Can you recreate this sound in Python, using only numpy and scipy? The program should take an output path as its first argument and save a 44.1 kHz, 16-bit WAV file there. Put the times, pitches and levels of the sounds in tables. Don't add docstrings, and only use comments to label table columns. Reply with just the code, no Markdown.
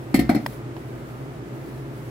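import sys
import numpy as np
from scipy import signal
from scipy.fft import rfft, irfft, next_fast_len
from scipy.io import wavfile
from scipy.ndimage import map_coordinates

SR = 44100
rng = np.random.default_rng(int(sys.argv[2]) if len(sys.argv) > 2 else 0)


def to_wav(s):
    ch = np.atleast_2d(s).T
    pcm = np.round(np.clip(ch, -1, 1) * 32767)
    wavfile.write(sys.argv[1], SR, pcm.astype(np.int16))


N = 92610

# (frequency [Hz], likeness [0 to 1])
LIKENESS = [(25, 1), (70, .95), (130, 1), (250, 0.66), (500, 1), (1000, 0.095), (3000, 0.071),
            (12000, 0.068)]
# (frequency [Hz], time to fade by 60 dB [s])
ECHO_TIMES = [(100, 0.46), (260, 0.37), (1000, 0.24), (4000, 0.32), (14000, 0.069)]
# (frequency [Hz], relative level [dB])
AIR_COLOUR = [(20, -26), (45, -10.5), (90, -5), (135, 9.5), (185, -7), (250, 2.5), (330, 1.5), (450, -5),
              (750, -10), (1200, -15.5), (2000, -19), (4000, -31.5), (8000, -36.5), (16000, -51)]
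# (frequency [Hz], average level [dB])
HUM_TONES = [(59.5, -52), (120, -44.5), (130.5, -42), (338, -47), (409, -54.5), (1231, -59.5), (1347, -61)]
# (time [s], level [dB])
RUSTLE_LEVELS = [(0, -57.5), (.44, -55), (.48, -45.5), (.55, -49.5), (.63, -63), (.76, -57), (1.25, -58),
                 (1.42, -61.5), (1.55, -56), (1.76, -53), (1.89, -58.5), (1.98, -52.5), (2.1, -53.5)]
# (frequency [Hz], relative level [dB])
HISS_COLOUR = [(300, 12), (1500, -3), (4000, 0.5), (6500, -5), (11500, 1), (16000, -1.5)]
CRACKLE_COLOUR = [(200, -29), (600, -7), (950, 0), (1300, -20), (1700, -4), (2600, -10), (5000, -17),
                  (6500, -25.5), (16000, -21)]
# (time [s], crackle level [dB], fade time [s], brightness [dB per octave], pop level [dB])
PAPER_SNAPS = [(0.4620, -25.5, 0.022, 0, -14), (0.4651, -21, 0.014, 3, -29),
               (0.765, -34.5, 0.038, -3.5, -39)]
# (frequency [Hz], relative level [dB], fade time [s])
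POP_TONES = [(602, -9.5, 0.032), (950, -0.5, 0.013), (1600, -5.5, 0.018), (1924, -6.5, 0.016),
             (3230, -14, .012), (5050, -12, .012)]
# (frequency [Hz], relative level [dB], free fade time [s])
BOWL_TONES = [(548, -5, .3), (619, -8, .25), (665, -3, .05), (722, -4, .22), (760, -3, .04),
              (808, -11, .22), (860, -9, .06), (1250, -14, .06), (1570, -12, .08)]
RIM_TONES = [(1822, -4, .55), (1926, 1, .16), (1986, -3, .36), (2048, -7, .36), (2095, -4, .75),
             (2125, -2, .12), (2200, -5, .14), (2274, 1, .2), (2338, -4, .26), (2470, -8, .16),
             (3115, -11, .26), (3230, -8, .2), (4185, -3, .17), (4324, -2, .16), (7900, -11, .12),
             (11520, -13, .22), (13220, -14, .2)]
# (frequency [Hz], relative level [dB])
STEEL_COLOUR = [(150, -24), (500, 8.5), (1000, -0.5), (1500, -1), (2100, 11), (2800, -5.5), (4300, -5),
                (6000, -9.5), (9000, -26), (16000, -38)]
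BOWL_COLOUR = [(250, -13.5), (550, 0), (750, 9.5), (1000, -10), (1550, -5.5), (2200, -43), (6000, -44)]
WIRE_COLOUR = [(1000, -35), (3000, 6), (6500, -7), (7800, 1), (9000, -1.5), (11500, 4.5), (13500, 3),
               (16000, -6)]
# (time [s], thump [dB], bowl [dB], rim [dB], clack [dB], sizzle [dB],
# sizzle fade time [s], bounce delay [s], bounce against hit [dB], bounce's sizzle against hit's [dB])
HITS = [(0.142, -2.5, -29, -34, -23.5, -22, 0.068, .0145, -13.5, -6),
        (0.1912, -6.5, -32.5, -38.5, -28.5, -27, 0.072, .018, -8, -18),
        (0.2926, -4.5, -19.5, -37.5, -28, -28, 0.05, .0175, -9.5, -12),
        (0.3472, -10, -31.5, -47, -34.5, -32.5, 0.056, .0135, 1.5, -23)]

METAL_RISE_S = 0.00038
SIDES = np.array([[1], [-1]])


def amp(db):
    return 10 ** (np.asarray(db) / 20)


def unit(x):
    return x / np.sqrt(np.mean(x ** 2) + 1e-20)


def along(points, hz):
    freqs, values = np.transpose(points)
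    return np.interp(np.log(hz + 1), np.log(freqs + 1), values)


def since(s):
    return np.maximum(np.arange(N) / SR - s, 0)


def strike(t, rise, fade):
    return (1 - np.exp(-t / rise)) * amp(-60 * t / fade)


def wobble(rate):
    return map_coordinates(rng.standard_normal(64), [np.arange(N) * rate / SR], mode="mirror")


def pan(x, db):
    return x * amp(db / 2 * SIDES)


def filtered(x, response):
    size = next_fast_len(N + SR // 2)
    return irfft(rfft(x, size) * response(np.fft.rfftfreq(size, 1 / SR)), size)[..., :N]


def noise(colour, tilt_db=0):
    def response(hz):
        width = np.arccos(np.clip(along(LIKENESS, hz), -1, 1)) / 2
        gain = amp(along(colour, hz) + tilt_db * np.log2(hz + 1))
        return gain * [np.cos(width), np.sin(width)]
    mid, side = filtered(rng.standard_normal((2, N)), response)
    return unit(np.array([mid + side, mid - side]))


def ring(tones, t, held=1, scatter_db=2.9, spread=0.8):
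    out = np.zeros((2, N))
    for k, (hz, db, fade) in enumerate(tones):
        phase = np.pi * k + spread * rng.standard_normal((2, 1))
        gain = amp(db + scatter_db * rng.standard_normal())
        out += gain * strike(t, METAL_RISE_S, fade * held) * np.sin(2 * np.pi * hz * t + phase)
    return out


def room_echo(x, delay_s=0.009):
    hiss = noise([(1, 0), (SR, 0)])[:, :SR // 2]
    hz, t, bands = signal.stft(hiss, SR, nperseg=256)
    fading = amp(-60 * t / along(ECHO_TIMES, hz)[:, None])
    tail = signal.istft(bands * fading, SR, nperseg=256)[1]
    echo = signal.fftconvolve(x, tail, axes=1)[:, :N]
    delayed = filtered(echo, lambda f: np.exp(-2j * np.pi * f * delay_s))
    return unit(delayed) * np.sqrt(np.mean(x ** 2))


def appliance(air_db=-36.5, waver_db=2.5, drift_rad=0.8, left_lag_s=0.00026):
    out = amp(air_db) * noise(AIR_COLOUR)
    for hz, db in HUM_TONES:
        phase = 2 * np.pi * (hz * since(0) + rng.random()) + drift_rad * wobble(11)
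        out += np.sqrt(2) * amp(db + waver_db * wobble(8.73)) * np.sin(phase)
    placed = filtered(out, lambda hz: np.exp(-1j * np.pi * hz * left_lag_s * SIDES))
    return pan(placed, db=-0.26)


def paper(rise_s=0.00035, flutter_db=1):
    level_db = np.interp(since(0), *np.transpose(RUSTLE_LEVELS)) + flutter_db * wobble(26.3)
    out = amp(level_db) * pan(noise(HISS_COLOUR), db=-2)
    for s, crackle_db, fade, tilt_db, pop_db in PAPER_SNAPS:
        out += amp(crackle_db) * strike(since(s), rise_s, fade) * noise(CRACKLE_COLOUR, tilt_db)
        out += amp(pop_db) * ring(POP_TONES, since(s), spread=0.78)
    return out


def cupboard(hz=59.5, gain_db=-16):
    clocks = [since(hit[0]) for hit in HITS[:2]]
    booms = [strike(t, rise=0.081, fade=0.25) * np.sin(2 * np.pi * hz * t) for t in clocks]
    return amp(gain_db) * sum(booms)


def counter(s, thump_hz=255.8, bend_hz=162.2, bend_db=-17, left_lag_s=0.00006):
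    t = np.array([since(s + left_lag_s / 2), since(s - left_lag_s / 2)])
    swell = lambda rise_s: t / rise_s * np.exp(1 - t / rise_s)
    thump = swell(rise_s=0.0049) ** 3.76 * np.sin(2 * np.pi * thump_hz * t)
    bend = amp(bend_db) * swell(rise_s=0.0081) * np.sin(2 * np.pi * bend_hz * t)
    return -(thump + bend)


def wires(colour, peaks, spacing_hz=109.7, ripple_db=3):
    def ripple(hz):
        bumps = map_coordinates(peaks, [hz / spacing_hz], mode="mirror")
        return amp(ripple_db * np.clip(hz / 3000, 0, 1) * bumps)
    return unit(filtered(noise(colour), ripple))


def bounced(s, gap_s, bounce_db, fade, rise=METAL_RISE_S):
    return np.hypot(strike(since(s), rise, fade), amp(bounce_db) * strike(since(s + gap_s), rise, fade))


def basket(bowl_held=0.91, rim_held=0.67, sizzle_lag_s=0.00076, thump_echo_db=-6.5, metal_echo_db=-8.5):
    out = np.zeros((2, N))
    peaks = rng.standard_normal(256)
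    for hit in HITS:
        s, thump_db, bowl_db, rim_db, clack_db, sizzle_db = hit[:6]
        sizzle_fade, gap_s, bounce_db, resizzle_db = hit[6:]
        thump = amp(thump_db) * (counter(s) + amp(bounce_db - 1) * counter(s + gap_s))
        bowl = ring(BOWL_TONES, since(s), bowl_held)
        bowl += amp(bounce_db) * ring(BOWL_TONES, since(s + gap_s), bowl_held)
        rim = ring(RIM_TONES, since(s), rim_held)
        ringing = amp(bowl_db) * bowl + amp(rim_db) * rim

        clack = bounced(s, gap_s, bounce_db, fade=0.12) * wires(STEEL_COLOUR, peaks)
        knock = bounced(s, gap_s, bounce_db, fade=0.078) * noise(BOWL_COLOUR)
        sizzle = bounced(s + sizzle_lag_s, gap_s, resizzle_db, sizzle_fade, rise=0.0024)
        sizzle = sizzle * wires(WIRE_COLOUR, peaks)
        clatter = amp(clack_db) * clack + amp(bowl_db + 1.5) * knock + amp(sizzle_db) * sizzle

        out += pan(thump, db=2) + pan(ringing + clatter, db=1.5)
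        out += amp(thump_echo_db) * room_echo(thump) + amp(metal_echo_db) * room_echo(clatter)
    return out


def scene():
    return basket() + cupboard() + paper() + appliance()


def record(dry, top_hz=15900):
    return filtered(dry, lambda hz: np.clip((top_hz - hz) / 200 + .5, 0, 1))


dry = scene()
out = record(dry)
to_wav(out)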